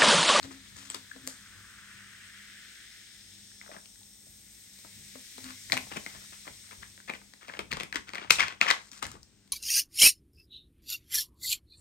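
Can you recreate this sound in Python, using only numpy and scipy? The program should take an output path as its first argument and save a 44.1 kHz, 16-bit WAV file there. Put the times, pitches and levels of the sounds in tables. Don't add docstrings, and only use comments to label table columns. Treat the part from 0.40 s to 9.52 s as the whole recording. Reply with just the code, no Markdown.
import sys
import numpy as np
from scipy import signal
from scipy.fft import rfft, irfft, next_fast_len
from scipy.io import wavfile
from scipy.ndimage import uniform_filter1d

SR = 44100
rng = np.random.default_rng(int(sys.argv[2]) if len(sys.argv) > 2 else 0)


def to_wav(sig):
    pcm = np.clip(np.atleast_2d(sig), -1, 1) * 32767
    pcm = np.round(pcm).astype(np.int16)
    wavfile.write(sys.argv[1], SR, pcm.T)


N = 402191


def gain_of(db):
    return 10 ** (np.asarray(db) / 20)


def evened(x):
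    return x / np.sqrt(np.mean(x ** 2) + 1e-20)


def peaked(x):
    return x / abs(x).max()


def read(points, hz):
    point_hz, value = np.transpose(points)
    return np.interp(np.log(hz + 1), np.log(point_hz + 1), value)


def along(rows):
    s, value = np.transpose(rows)
    return np.interp(np.arange(N) / SR, s, value)


def shaped(x, response):
    size = next_fast_len(x.shape[-1] + 4096)
    spectrum = rfft(x, size) * response(np.fft.rfftfreq(size, 1 / SR))
    return irfft(spectrum, size)[..., :x.shape[-1]]


def resonate(x, hz, width):
    turn = np.exp(2j * np.pi * np.cumsum(hz * np.ones(x.shape[-1])) / SR)
    r = np.exp(-np.pi * width / SR)
    smooth = signal.lfilter([1 - r], [1, -r], x / turn)
    return 2 * (turn * smooth).real


def pops(per_s, spread_db):
    chance = rng.random(N)
    size = np.minimum(rng.exponential(1, N), 5)
    sign = rng.choice([-1., 1.], N)
    return sign * gain_of(spread_db * size) * (chance < per_s / SR)


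def swells(full_at, hold, db, rise_s, t60):
    t = np.arange(0, N + 16, 16) / SR
    since = t - np.array(full_at)[:, None]
    t60 = (np.ones(len(full_at)) * t60)[:, None]
    past_hold = np.maximum(since - np.array(hold)[:, None], 0)
    rise_db = 20 * np.minimum(since, 0) / rise_s
    level = gain_of(np.array(db)[:, None] + rise_db - 60 * past_hold / t60)
    return np.interp(np.arange(N) / SR, t, level.sum(0))


def ports(x, balance, turn):
    def half(hz):
        lead = np.interp(hz, *np.transpose(turn))
        return gain_of(read(balance, hz) / 2) * np.exp(.5j * lead)
    return np.array([shaped(x, half), shaped(x, lambda hz: 1 / half(hz))])


def spread(a, b):
    # (pitch [Hz], likeness [0-1 after limiting])
    likeness = [(60, 0.86), (130, 0.65), (290, 0.83), (640, -0.022), (1410, 1), (3100, -0.076),
                (6820, 0.59), (15000, 0.29)]
    # (pitch [Hz], level [dB])
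    front_db = [(60, 5), (110, 1.5), (200, 5), (380, 2), (700, 2.5), (1290, 2.5), (2380, 0.5), (4400, 7.5),
                (8120, 2.5), (15000, -2)]
    # (pitch [Hz], lead [radians])
    front_turn = [(0, 0), (2580, 0.8), (3190, 2.0), (3960, 0.4), (5250, 7.3), (7750, 7.0), (10900, 2.3),
                  (11500, 0.0), (12700, -0.1), (13200, -3.0), (14400, -3.5), (15600, -7.1)]

    def same(hz):
        return np.clip(read(likeness, hz), 0, .99)

    def apart(hz):
        return np.sqrt(1 - same(hz)) * gain_of(np.outer([.5, -.5], read(front_db, hz)))
    shared = ports(shaped(a, lambda hz: np.sqrt(same(hz))), front_db, front_turn)
    return shared + shaped(b, apart)


def foam():
    # (pitch [Hz], width of each filter pass [Hz], clicks [per s], steady fizz before it goes flat [dB])
    bands = [(1950, 925, 7500, -79), (3240, 1200, 8300, -72), (5150, 860, 12000, -70),
             (6530, 530, 14000, -74), (8360, 1100, 20000, -66), (12960, 19000, 28000, -70.5),
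             (3880, 7300, 29000, -73)]
    # (peak time of the lowest band [s], delay [s per octave of pitch],
    # time to swell 6 dB [s], time to sink 6 dB [s], peak level of each band [dB])
    heads = [(0.2, 0.51, 1, 0.8, (-58.5, -61, -88, -73, -85, -67, -58)),
             (1.75, 0.85, 0.8, 0.82, (-50.5, -58, -62.5, -69.5, -65.5, -56.5, -58)),
             (5.2, 0.03, 0.85, 1.17, (-59, -60.5, -65.5, -87, -76.5, -67, -50.5))]
    # (time [s], pitch [Hz])
    lowest_hz = [(0, 1870), (.6, 1650), (1.3, 1450), (1.9, 1660), (2.5, 1740), (3.7, 1950), (9.12, 1990)]
    # (time [s], pitch [Hz])
    second_hz = [(0, 3500), (1.0, 3300), (1.7, 3100), (2.7, 3400), (3.7, 3550), (4.6, 3500), (9.12, 3500)]
    # (time [s], pitch [Hz])
    third_hz = [(0, 5300), (2.2, 5300), (2.7, 5200), (3.3, 5430), (9.12, 5460)]
    # (time [s], level [dB])
    going_flat = [(0, 0.5), (6.3, 6.5), (6.95, -3), (7.5, -3.5), (9.12, -11)]
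    # (time [s], share [0-1])
    deeper_share = [(0, 0.7), (1.0, 1), (1.5, 0.86), (2.3, 0), (3.1, .03), (4.3, 0.2), (5.2, 0.46),
                    (9.12, .2)]

    t, flat_db = np.arange(N) / SR, along(going_flat)
    moving_hz = [along(curve) for curve in (lowest_hz, second_hz, third_hz)]
    out = np.zeros((3, N))
    for k, (hz, width, per_s, steady_db) in enumerate(bands):
        octaves = np.log2(hz / bands[0][0])
        power = gain_of(steady_db + flat_db) ** 2
        for peak_s, lag, swell_s, sink_s, peak_db in heads:
            late = t - peak_s - lag * octaves
            bell_db = -6 * (late / np.where(late < 0, swell_s, sink_s)) ** 2
            power += gain_of(peak_db[k] + bell_db) ** 2
        if k < len(moving_hz):
            hz = moving_hz[k]
        clicks = np.diff([pops(per_s, 3.2) for _ in out], prepend=0)
        fizz = evened(resonate(resonate(clicks, hz, width), hz, width))
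        seethe = evened(uniform_filter1d(rng.standard_normal(N), size=3000))
        out += np.sqrt(power) * gain_of(0.58 * seethe) * fizz

    def above(edge_hz):
        return shaped(out, lambda hz: 1 / np.sqrt(1 + (edge_hz / (hz + 1)) ** 12))
    deeper = np.clip(along(deeper_share), 0, 1)
    out = deeper * above(800) + (1 - deeper) * above(1260)
    return spread(out[0], out[1:])


def kitchen():
    # (pitch [Hz], level [dB per Hz])
    room_tone = [(15, -48), (25, -21), (53, 6), (72, -12), (205, -6), (242, -8.5), (393, -15.5),
                 (573, -21.5), (711, -22.5), (836, -22.5), (1100, -28.5), (1600, -23.5), (7660, -26),
                 (10600, -58), (14600, -23.5), (15900, -50.5)]
    # (time at full level [s], level [dB])
    shakes = [(.02, -45.5), (.35, -52.5), (.84, -56), (1.17, -55), (1.38, -71), (1.55, -62), (2.94, -61),
              (3.89, -60), (4.58, -53.5), (5.05, -51), (5.32, -44), (5.41, -60), (5.56, -54.5),
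              (5.76, -52.5), (6.1, -57), (6.4, -53.5), (6.73, -59.5), (7.21, -49.5), (7.34, -45),
              (7.57, -52.5), (7.92, -45.5), (8.05, -50.5), (8.23, -69), (8.66, -45), (8.76, -58)]
    # (pitch [Hz], level [dB], width of the waver [Hz])
    hum = [(99, -70.5, 2.8), (199.5, -68, 4.7)]
    # (time [s], level [dB])
    hum_level = [(0, 3), (.9, -0.5), (1.2, -1.5), (2.0, 1.5), (2.5, -12.5), (2.9, 2), (3.7, -3.5),
                 (4.1, -4), (4.5, 1), (6, -0.5), (8.2, -4), (9.12, -4.5)]

    air, shake, buzz = rng.standard_normal((3, 3, N))
    out = gain_of(-63) * evened(shaped(air, lambda hz: gain_of(read(room_tone, hz))))
    s, db = np.transpose(shakes)
    steady = gain_of(-67.5)
    level = steady + swells(s, 0 * s, db, rise_s=0.063, t60=0.47)
    out += level * evened(resonate(resonate(shake, 64, 110), 80, 280))
    swell_db = along(hum_level)
    for hz, db, width in hum:
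        tone = np.sqrt(2) * np.sin(2 * np.pi * hz * np.arange(N) / SR)
        waver = 0.67 * evened(resonate(buzz, hz, width))
        out += gain_of(db + swell_db) * (tone + waver)
    return spread(out[0], out[1:])


def rustle():
    # (time at full level [s], hold [s], level [dB], time to fall 60 dB [s], treble relative to the body [dB])
    drags = [(0.029, .003, -51, 0.21, -1), (0.115, 0.0035, -54.5, 0.1, 2), (0.15, 0.24, -69, 0.18, 1),
             (0.364, 0.11, -61, 0.14, 4), (0.506, 0.032, -59, .05, 5), (0.547, .002, -44, 0.14, -7),
             (0.882, 0.0022, -62, 0.36, 11), (3.22, .003, -59, 0.53, -25), (3.317, 0.03, -57, 0.16, -25),
             (5.042, 0.074, -54, 0.091, -13), (5.338, 0.0018, -35.5, 0.045, -4),
             (5.342, 0.023, -73, .05, 4), (5.385, .003, -60, 0.097, -6), (5.509, 0.047, -49.5, 0.13, -18),
             (5.567, 0.0039, -38, 0.042, -29), (5.665, 0.0023, -48, 0.078, -9), (5.695, 0.063, -63, .1, -3),
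             (5.753, 0.097, -62, 0.11, -15), (5.93, .004, -53.5, .12, -10),
             (6.055, 0.011, -56.5, 0.068, -18), (6.08, 0.0018, -50, 0.026, -27), (6.093, .04, -74, .1, -15),
             (6.237, 0.026, -65, .1, -15), (6.311, .005, -52, 0.16, -19), (6.424, .004, -53.5, 0.19, -18),
             (6.684, 0.004, -43, 0.08, -25), (6.745, .003, -49, 0.086, -21),
             (7.013, 0.036, -57.5, 0.15, -27), (7.076, 0.1, -58, 0.09, -9), (7.198, 0.008, -44, 0.065, -15),
             (7.313, .004, -41.5, 0.36, -18.5), (7.399, 0.0034, -43.5, 0.15, -10),
             (7.541, 0.002, -43, 0.059, -12), (7.561, 0.0026, -34.5, 0.059, -16),
             (7.674, 0.0033, -50.5, 0.25, -15), (7.736, 0.1, -48, 0.28, -28.5),
             (7.916, 0.0072, -37, 0.15, 7.5), (7.996, 0.0044, -25, 0.22, -19.5),
             (8.08, 0.0036, -43.5, 0.17, -33), (8.215, .003, -31.5, 0.27, -17),
             (8.28, 0.012, -29.5, 0.086, -26), (8.309, 0.0032, -22.5, 0.049, -29.5),
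             (8.4, .09, -68, 0.091, 7), (8.524, 0.07, -58.5, 0.059, 2.5), (8.628, 0.0022, -38, 0.082, -8),
             (8.642, 0.021, -55, 0.077, -11), (8.688, 0.061, -61, 0.15, -3)]
    # (pitch [Hz], level [dB per Hz])
    body_tone = [(30, -70.5), (100, -31), (500, -10), (1200, 1.5), (2200, -1.5), (3300, -3), (4200, -14),
                 (6000, -17), (16000, -71.5)]

    clumps = evened(uniform_filter1d(rng.standard_normal(N), size=260))
    slips = pops(5000, 3.2) * gain_of(2.5 * np.clip(clumps, -2, 2))
    body = evened(shaped(slips, lambda hz: gain_of(read(body_tone, hz))))
    top = evened(resonate(resonate(slips, 7900, 4100), 4800, 4100))
    s, hold, db, t60, top_db = np.transpose(drags)
    grip_s = 0.008
    body_level = swells(s, hold, db, grip_s, t60)
    top_level = swells(s, hold, db + top_db, grip_s, t60)
    return body_level * body + top_level * top


def cracks():
    # (time [s], level of the body's peak [dB], pitch [Hz], thud under the body [dB],
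    # sharp edge on the body [dB], whole wall beside the main ringing [dB])
    buckles = [(0.03, -31.5, 4400, -34, -7, -6), (0.047, -40, 1900, 2, -10, 4),
               (0.1093, -42, 2100, 2, -11, -3), (.367, -36, 6500, -14, -10, -6),
               (0.5016, -22.5, 7950, -18, -15, -4), (0.519, -39, 3500, -28, 9, -5),
               (0.5459, -26, 4190, -10, 3, -3), (.714, -37, 1550, -39, -25, -23),
               (0.7623, -44.5, 2190, 0.5, -8, -1), (0.869, -40, 6000, -10, 11, 1),
               (0.875, -33.5, 4820, -4, 20.5, 2), (3.117, -46.5, 1770, -32, -9, -11),
               (3.2137, -36, 1950, -22, -17, -14), (3.263, -44, 1720, -6, -12, -7),
               (3.278, -45, 1670, -3, -12, -7), (3.316, -37, 1890, -3, -15, -16),
               (3.345, -43.5, 1790, 1.5, -18, -11), (3.3652, -35.5, 1580, -4, -18, -14),
               (3.4576, -39.5, 2840, -13, -15, -4), (3.558, -51, 1900, -26, -10, -4),
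               (3.632, -46, 3800, -22, -10, -5), (4.03, -62, 2000, -7, -10, 5),
               (4.389, -50, 4700, -4, 13.5, 3), (4.4477, -50, 497, 8.5, -25, 14),
               (4.755, -48, 476, 10, -25, -12), (4.981, -36.5, 3550, -1.5, 3.5, -8),
               (5.043, -33.5, 4690, -19, 5, 6), (5.079, -54, 1300, -15, -15, 2),
               (5.0654, -38, 1730, -20, -10, -3), (5.1066, -27.5, 2000, -37, -22, 12),
               (5.2995, -29.5, 1960, -11, -18, -6), (5.3215, -8, 4060, -32, -14, 12),
               (5.3291, -13, 4840, -14, -6, 14), (5.3323, -18.5, 1890, -10, -20, -3),
               (5.3694, -18, 2500, -5, -11, 2), (5.3761, -17, 2400, -17, -2, -3),
               (5.468, -43.5, 4680, 1, -14, 5), (5.5164, -35, 2200, 1.5, -25, -8),
               (5.5227, -28, 2200, -7, -22, -15), (5.5607, -33, 2120, 2.5, -15, -8),
               (5.5657, -30, 2200, -5, -15, -5), (5.57, -26, 2390, -6, 1.5, -12),
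               (5.572, -33, 2300, -8.5, -10, 1), (5.6636, -24, 1920, -9, -12, -2),
               (5.7496, -35.5, 1880, -6, -15, 5), (5.82, -50, 1300, -1, -20, 4),
               (5.924, -44.5, 2200, -2, -10, -11), (6.07, -37.5, 1900, 1, -20, 12),
               (6.0777, -30.5, 1960, -4, -20, -1), (6.29, -46, 1690, -11, -15, 2),
               (6.313, -40, 1910, -18, -18, -12), (6.319, -39.5, 2300, -5, -15, -2),
               (6.329, -43, 1800, -1, -18, 0), (6.428, -41, 1500, -6, -12, 8),
               (6.4324, -36, 1870, -18, -16, -16), (6.578, -37.5, 1800, -12, -8, 3),
               (6.6025, -39.5, 1620, -32, -18, -3), (6.678, -40, 1860, -7, -27, -5),
               (6.688, -38, 2200, -6, -22, -9), (6.6999, -23, 2280, -9, -22, -23),
               (6.6959, -24, 1860, -2.5, -22, -29), (6.7098, -37, 3240, 0, -9, -8),
               (6.737, -27.5, 2190, -11, -9, -16), (6.746, -42, 2600, -22, -12, 3),
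               (6.756, -40, 2000, -7, -20, 0), (6.8159, -45.5, 1830, -4, -14, -5),
               (6.937, -36, 1810, -14, -12, 4), (7.03, -41, 2140, -6, -7, -13),
               (7.0826, -32, 2320, -5.5, -18, 2), (7.09, -34, 2150, -22, -22, -8),
               (7.094, -35, 2310, -5, -20, -6), (7.098, -31, 1580, -6.5, -26, -18),
               (7.105, -42, 1380, -14, -22, -3), (7.1377, -30.5, 2120, -6.5, -31, -24),
               (7.151, -36, 1700, -15, -23, -7), (7.171, -38, 2480, -2, -18, -9),
               (7.192, -19.5, 2540, -6, -12, -7), (7.206, -46, 2900, -5, -20, 2),
               (7.315, -26.5, 2300, -17, -9, 13), (7.318, -20, 2260, -33, -9, 0),
               (7.3277, -18.5, 1900, -8.5, -34, 2), (7.334, -22, 4000, -20, -30, 10),
               (7.3708, -23, 2160, -7.5, -20, 18), (7.4006, -19.5, 2500, -17.5, -34, 2),
               (7.4083, -20.5, 2490, -8.5, -29, -16), (7.434, -23, 2420, -12, -6, 4),
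               (7.5267, -22, 1830, -18.5, -14, -3), (7.546, -27, 1920, -9, -8, 7),
               (7.558, -13, 2037, -15, -16, 2.5), (7.684, -39.5, 2110, -24, -19, -7),
               (7.6918, -27.5, 2080, -13.5, -18.5, 1), (7.7354, -25.5, 2180, -9, -22, 3),
               (7.748, -27.5, 1970, -32, -27, -5), (7.7553, -22, 2027, -14, -36, 0),
               (7.7821, -23, 2040, -10.5, -37, -19), (7.816, -36, 2380, -6, -19.5, -2),
               (7.8465, -38.5, 1920, 4, -33.5, -3), (7.8989, -22, 2410, -19.5, -18, 0),
               (7.9061, -3.5, 3850, -27, -2.5, 15), (7.9082, 2.5, 2200, -24.5, -27, 26.5),
               (7.9858, -21.5, 2810, -8, -19, -3), (7.9983, -21.5, 2160, -24, -27.5, 4),
               (8.0057, -10, 2200, -26.5, -21.5, 3.5), (8.0192, -19, 2180, -12, -21, -7),
               (8.0284, -15.5, 2210, -27.5, -33, -7.5), (8.0822, -24.5, 2340, -10.5, -34.5, 2),
               (8.116, -39.5, 2100, -29.5, -24.5, -9), (8.125, -32, 2126, -8, -26, -11),
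               (8.2134, -7, 2900, -16.5, -26.5, 11), (8.234, -27, 2313, -16, -22.5, 5),
               (8.2667, -19.5, 2003, -9.5, -26.5, -9), (8.2838, -20, 2110, -22, -22.5, -10),
               (8.2866, -21.5, 5280, -25, -8, -4.5), (8.2937, -23, 2325, -17.5, -26, -6),
               (8.301, -18.5, 2100, -26.5, -25, -2), (8.3039, -6, 2000, -26, -27, 0),
               (8.3084, -14.5, 1930, -38.5, -12, 20), (8.3118, -10.5, 1780, -26, -31, 15),
               (8.3139, -18.5, 1900, -37, -25.5, 13), (8.329, -36, 1300, -17.5, -25, -5),
               (8.338, -32, 1100, -16, -25, 3), (8.379, -41, 1700, -15, -20, 0),
               (8.416, -44.5, 2000, -15, -17, 5), (8.5165, -31, 5470, -36, -23, -4),
               (8.5322, -40, 2880, -35, 6, -14), (8.6241, -33, 1500, -21, -10, -10),
               (8.6272, -22, 2580, -5.5, 2, 0), (8.634, -44, 2500, -17, -15, 0),
               (8.6424, -27, 5200, -13, -17, -9), (8.6532, -24.5, 2000, -21, -17, 4),
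               (8.667, -35, 1610, -21, 10, 2), (8.717, -43, 1280, -18, 14.5, 3),
               (8.752, -53, 1303, 13, -14, 3), (8.831, -40, 5270, -50, -2, -19),
               (9.077, -51, 4260, -19, 4, 10)]
    # (pitch [Hz], width of the first pass [Hz], level before width scaling [dB])
    shell_modes = [(1083, 210, -4), (2200, 1000, 1), (3500, 2470, 3.5), (5930, 470, -12)]

    t = np.arange(2600) / SR
    snap = t == 0
    out = np.zeros(N + len(t))
    noise = rng.standard_normal((len(buckles), 3, len(t)))
    low = signal.butter(2, (150, 1000), "band", fs=SR)
    for (s, db, hz, weight_db, edge_db, wall_db), (a, b, c) in zip(buckles, noise):
        fade = t / 0.0021
        jolt = snap + gain_of(-19.5) * a * abs(c) * np.exp(-fade)
        ring = resonate(resonate(jolt, hz, 0.28 * hz), hz, 0.55 * hz)
        shell = np.zeros(len(t))
        for mode_hz, width, mode_db in shell_modes:
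            mode = resonate(resonate(jolt, mode_hz, width), mode_hz, 2.4 * width)
            shell += gain_of(mode_db) * mode / np.sqrt(width)
        thud = signal.lfilter(*low, snap + 0.31 * b * np.exp(-fade / 2.65))
        edge = resonate(resonate(jolt, 7150, 5260), 9100, 7800)
        click = resonate(resonate(jolt, 6200, 900), 4300, 1800)
        sound = peaked(peaked(ring) + gain_of(wall_db) * peaked(shell))
        sound += gain_of(weight_db) * peaked(thud)
        sound += gain_of(edge_db) * peaked(edge)
        sound += gain_of(-35) * peaked(click)
        out[round(s * SR):][:len(t)] += gain_of(db) * sound
    bass_cut = signal.butter(3, 120, "high", fs=SR, output="sos")
    return signal.sosfilt(bass_cut, out[:N])


def pings():
    # (start [s], peak level [dB], pitch [Hz], length [s])
    patches = [(.04, -50, 500, 0.033), (.105, -54, 350, 0.033), (0.546, -49, 400, 0.027),
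               (.752, -50, 480, 0.027), (.87, -50, 518.4, 0.03), (8.522, -50, 249, 0.014),
               (8.765, -53, 1160, .012), (.5, -35, 3170, 0.0032), (0.5004, -28.5, 7900, 0.0038),
               (0.505, -40, 7900, 0.0097), (0.546, -37, 5020, 0.0048), (0.547, -34, 1150, 0.0036),
               (0.542, -46, 2120, .004), (0.715, -34, 1640, 0.0054), (3.35, -52, 1500, 0.0039),
               (3.384, -48, 1550, 0.0044), (5.306, -47, 2000, .006), (5.321, -16, 2300, 0.0034),
               (5.323, -28, 4200, 0.0067), (5.333, -24.5, 680, 0.0061), (5.34, -43, 2500, .005),
               (5.388, -38, 2540, .008), (5.569, -37, 195, 0.018), (7.194, -45, 207, 0.025),
               (7.314, -40, 255, 0.018), (7.817, -42.5, 353, 0.013), (7.908, -36.5, 150, 0.02),
               (7.43, -46.5, 167, .03), (7.33, -38.5, 161, .03), (7.905, -9.5, 2530, 0.0045),
               (7.906, -10, 2177, .007), (7.905, -13.5, 1390, 0.0046), (7.906, -11, 2940, 0.0036),
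               (7.903, -21, 6470, 0.0037), (7.955, -31, 3730, 0.0092), (7.987, -22.5, 2480, .005),
               (8.0035, -11, 2150, 0.007), (8.026, -19.5, 1880, 0.0032), (8.029, -23, 2300, .007),
               (8.214, -4.5, 2390, 0.0022), (8.22, -24.5, 2650, 0.0055), (8.237, -32, 2740, .005),
               (8.259, -26, 610, 0.0046), (8.288, -24, 2360, 0.004), (8.302, -20, 2000, 0.0048),
               (8.307, -29, 4220, 0.0064), (8.31, -19, 1880, 0.0069), (8.631, -45, 216, 0.01),
               (8.658, -43, 201, 0.013), (8.74, -46, 354, 0.0094)]

    out = np.zeros(N)
    for s, db, hz, length in patches:
        t = np.arange(0, length, 1 / SR)
        swell = np.sin(np.pi * (t / length) ** 0.83) ** 2
        out[round(s * SR):][:len(t)] += gain_of(db) * swell * np.sin(2 * np.pi * hz * t)
    return out


def booms():
    # (time at full level [s], hold [s], level [dB], pitch [Hz])
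    handling = [(0.055, 0.04, -43, 268.5), (0.135, 0.045, -55, 268.6), (0.396, 0.082, -58, 275),
                (0.562, 0.0068, -52.5, 263.3), (0.762, 0.0094, -49, 263.6), (0.839, 0.03, -54, 264.6),
                (0.877, 0.016, -51, 262), (3.29, .01, -68, 255), (4.759, 0.0084, -53, 259.1),
                (4.988, 0.017, -50, 258.5), (5.052, 0.057, -48.5, 256.6), (5.334, 0.035, -37.5, 257)]

    s, hold, db, note = np.transpose(handling)
    hz = along(np.transpose([s, note]))
    phase = 2 * np.pi * np.cumsum(hz) / SR
    fuzz = evened(resonate(rng.standard_normal(N), hz, 8.2))
    tone = 1.06 * np.sin(phase) + 0.46 * fuzz + 0.067 * np.sin(2 * phase)
    return swells(s, hold, db, rise_s=0.032, t60=0.23) * tone


def gulps():
    # (time [s], level at the start of the decay [dB], starting pitch [Hz])
    neck_bubbles = [(3.238, -50, 820), (3.265, -53, 610), (3.293, -36.5, 600), (3.303, -40, 640),
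                    (3.356, -40, 635), (3.615, -53, 816), (3.868, -52, 605), (4.39, -66, 900),
                    (4.448, -63, 623), (4.756, -63, 560)]

    t, out = np.arange(3000) / SR, np.zeros(N)
    t60 = 0.028
    climb = 4.4
    onset = 1 - np.exp(-t / 0.00056)
    for s, db, hz in neck_bubbles:
        ring = np.sin(2 * np.pi * hz * t * (1 + climb * t / 2)) * onset
        out[round(s * SR):][:len(t)] += gain_of(db - 60 * t / t60) * ring
    return out


def walls(x):
    # (pitch [Hz], time to fall 60 dB [s])
    decay = [(200, 0.25), (1000, 0.27), (1800, 0.22), (3000, 0.23), (8000, 0.28), (16000, 0.18)]

    taps = np.zeros((3, 2, 16000))
    at = np.arange(260, 15960, 20) + rng.integers(0, 20, (3, 2, 785))
    np.put_along_axis(taps, at, rng.choice([-1., 1.], at.shape), 2)
    hz, t, bands = signal.stft(taps, SR, nperseg=128)
    fading = bands * gain_of(-60 * t / read(decay, hz)[:, None])
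    tails = signal.istft(fading, SR, nperseg=128)[1]
    tails = tails / np.linalg.norm(tails[0, 0])
    phase = 2 * np.pi * (37 * np.arange(N) / SR + np.arange(3)[:, None] / 3)
    feeds = np.sqrt(2 / 3) * np.cos(phase) * x
    return signal.oaconvolve(feeds[:, None], tails, axes=2).sum(0)[:, :N]


def scene():
    # (pitch [Hz], level [dB])
    left_db = [(60, 1.5), (110, 9), (200, 7.5), (380, 1.5), (700, 6), (1290, 14), (2380, 3.5), (3300, 6.5),
               (4400, 13.5), (8120, 4), (15000, -2.5)]
    # (pitch [Hz], lead [radians])
    left_turn = [(0, 0), (2930, 8.6), (4390, 7.2), (5770, 8.3), (8100, 6.5), (10600, 2.7), (11500, 0.2),
                 (12700, -0.3), (13300, -3.0), (14500, -3.3), (15000, -6.3), (15600, -6.2)]

    wide = foam() + kitchen()
    bottle = rustle() + cracks() + gulps()
    notes = pings()
    near = ports(bottle + notes, left_db, left_turn)
    near += booms() * gain_of([[2.5], [-2.5]])
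    echoes = gain_of([[-6], [-8.5]]) * walls(bottle + gain_of(-2.5) * notes)
    return near + echoes + wide


def record(dry):
    # (pitch [Hz], level [dB])
    tone = [(15, -30), (45, -8), (100, -4), (9000, 1.5), (9700, -0.5), (10300, -38), (11200, 2.5),
            (12800, -5.5), (13700, -9.5), (14600, -4), (16000, -2)]

    heard = shaped(dry, lambda hz: gain_of(read(tone, hz)))
    heard = np.clip(heard, -1, 1)
    band_limit = signal.firwin(511, 16050, window=("kaiser", 9), fs=SR)
    return signal.oaconvolve(heard, band_limit[None], "same")


dry = scene()
out = record(dry)
to_wav(out)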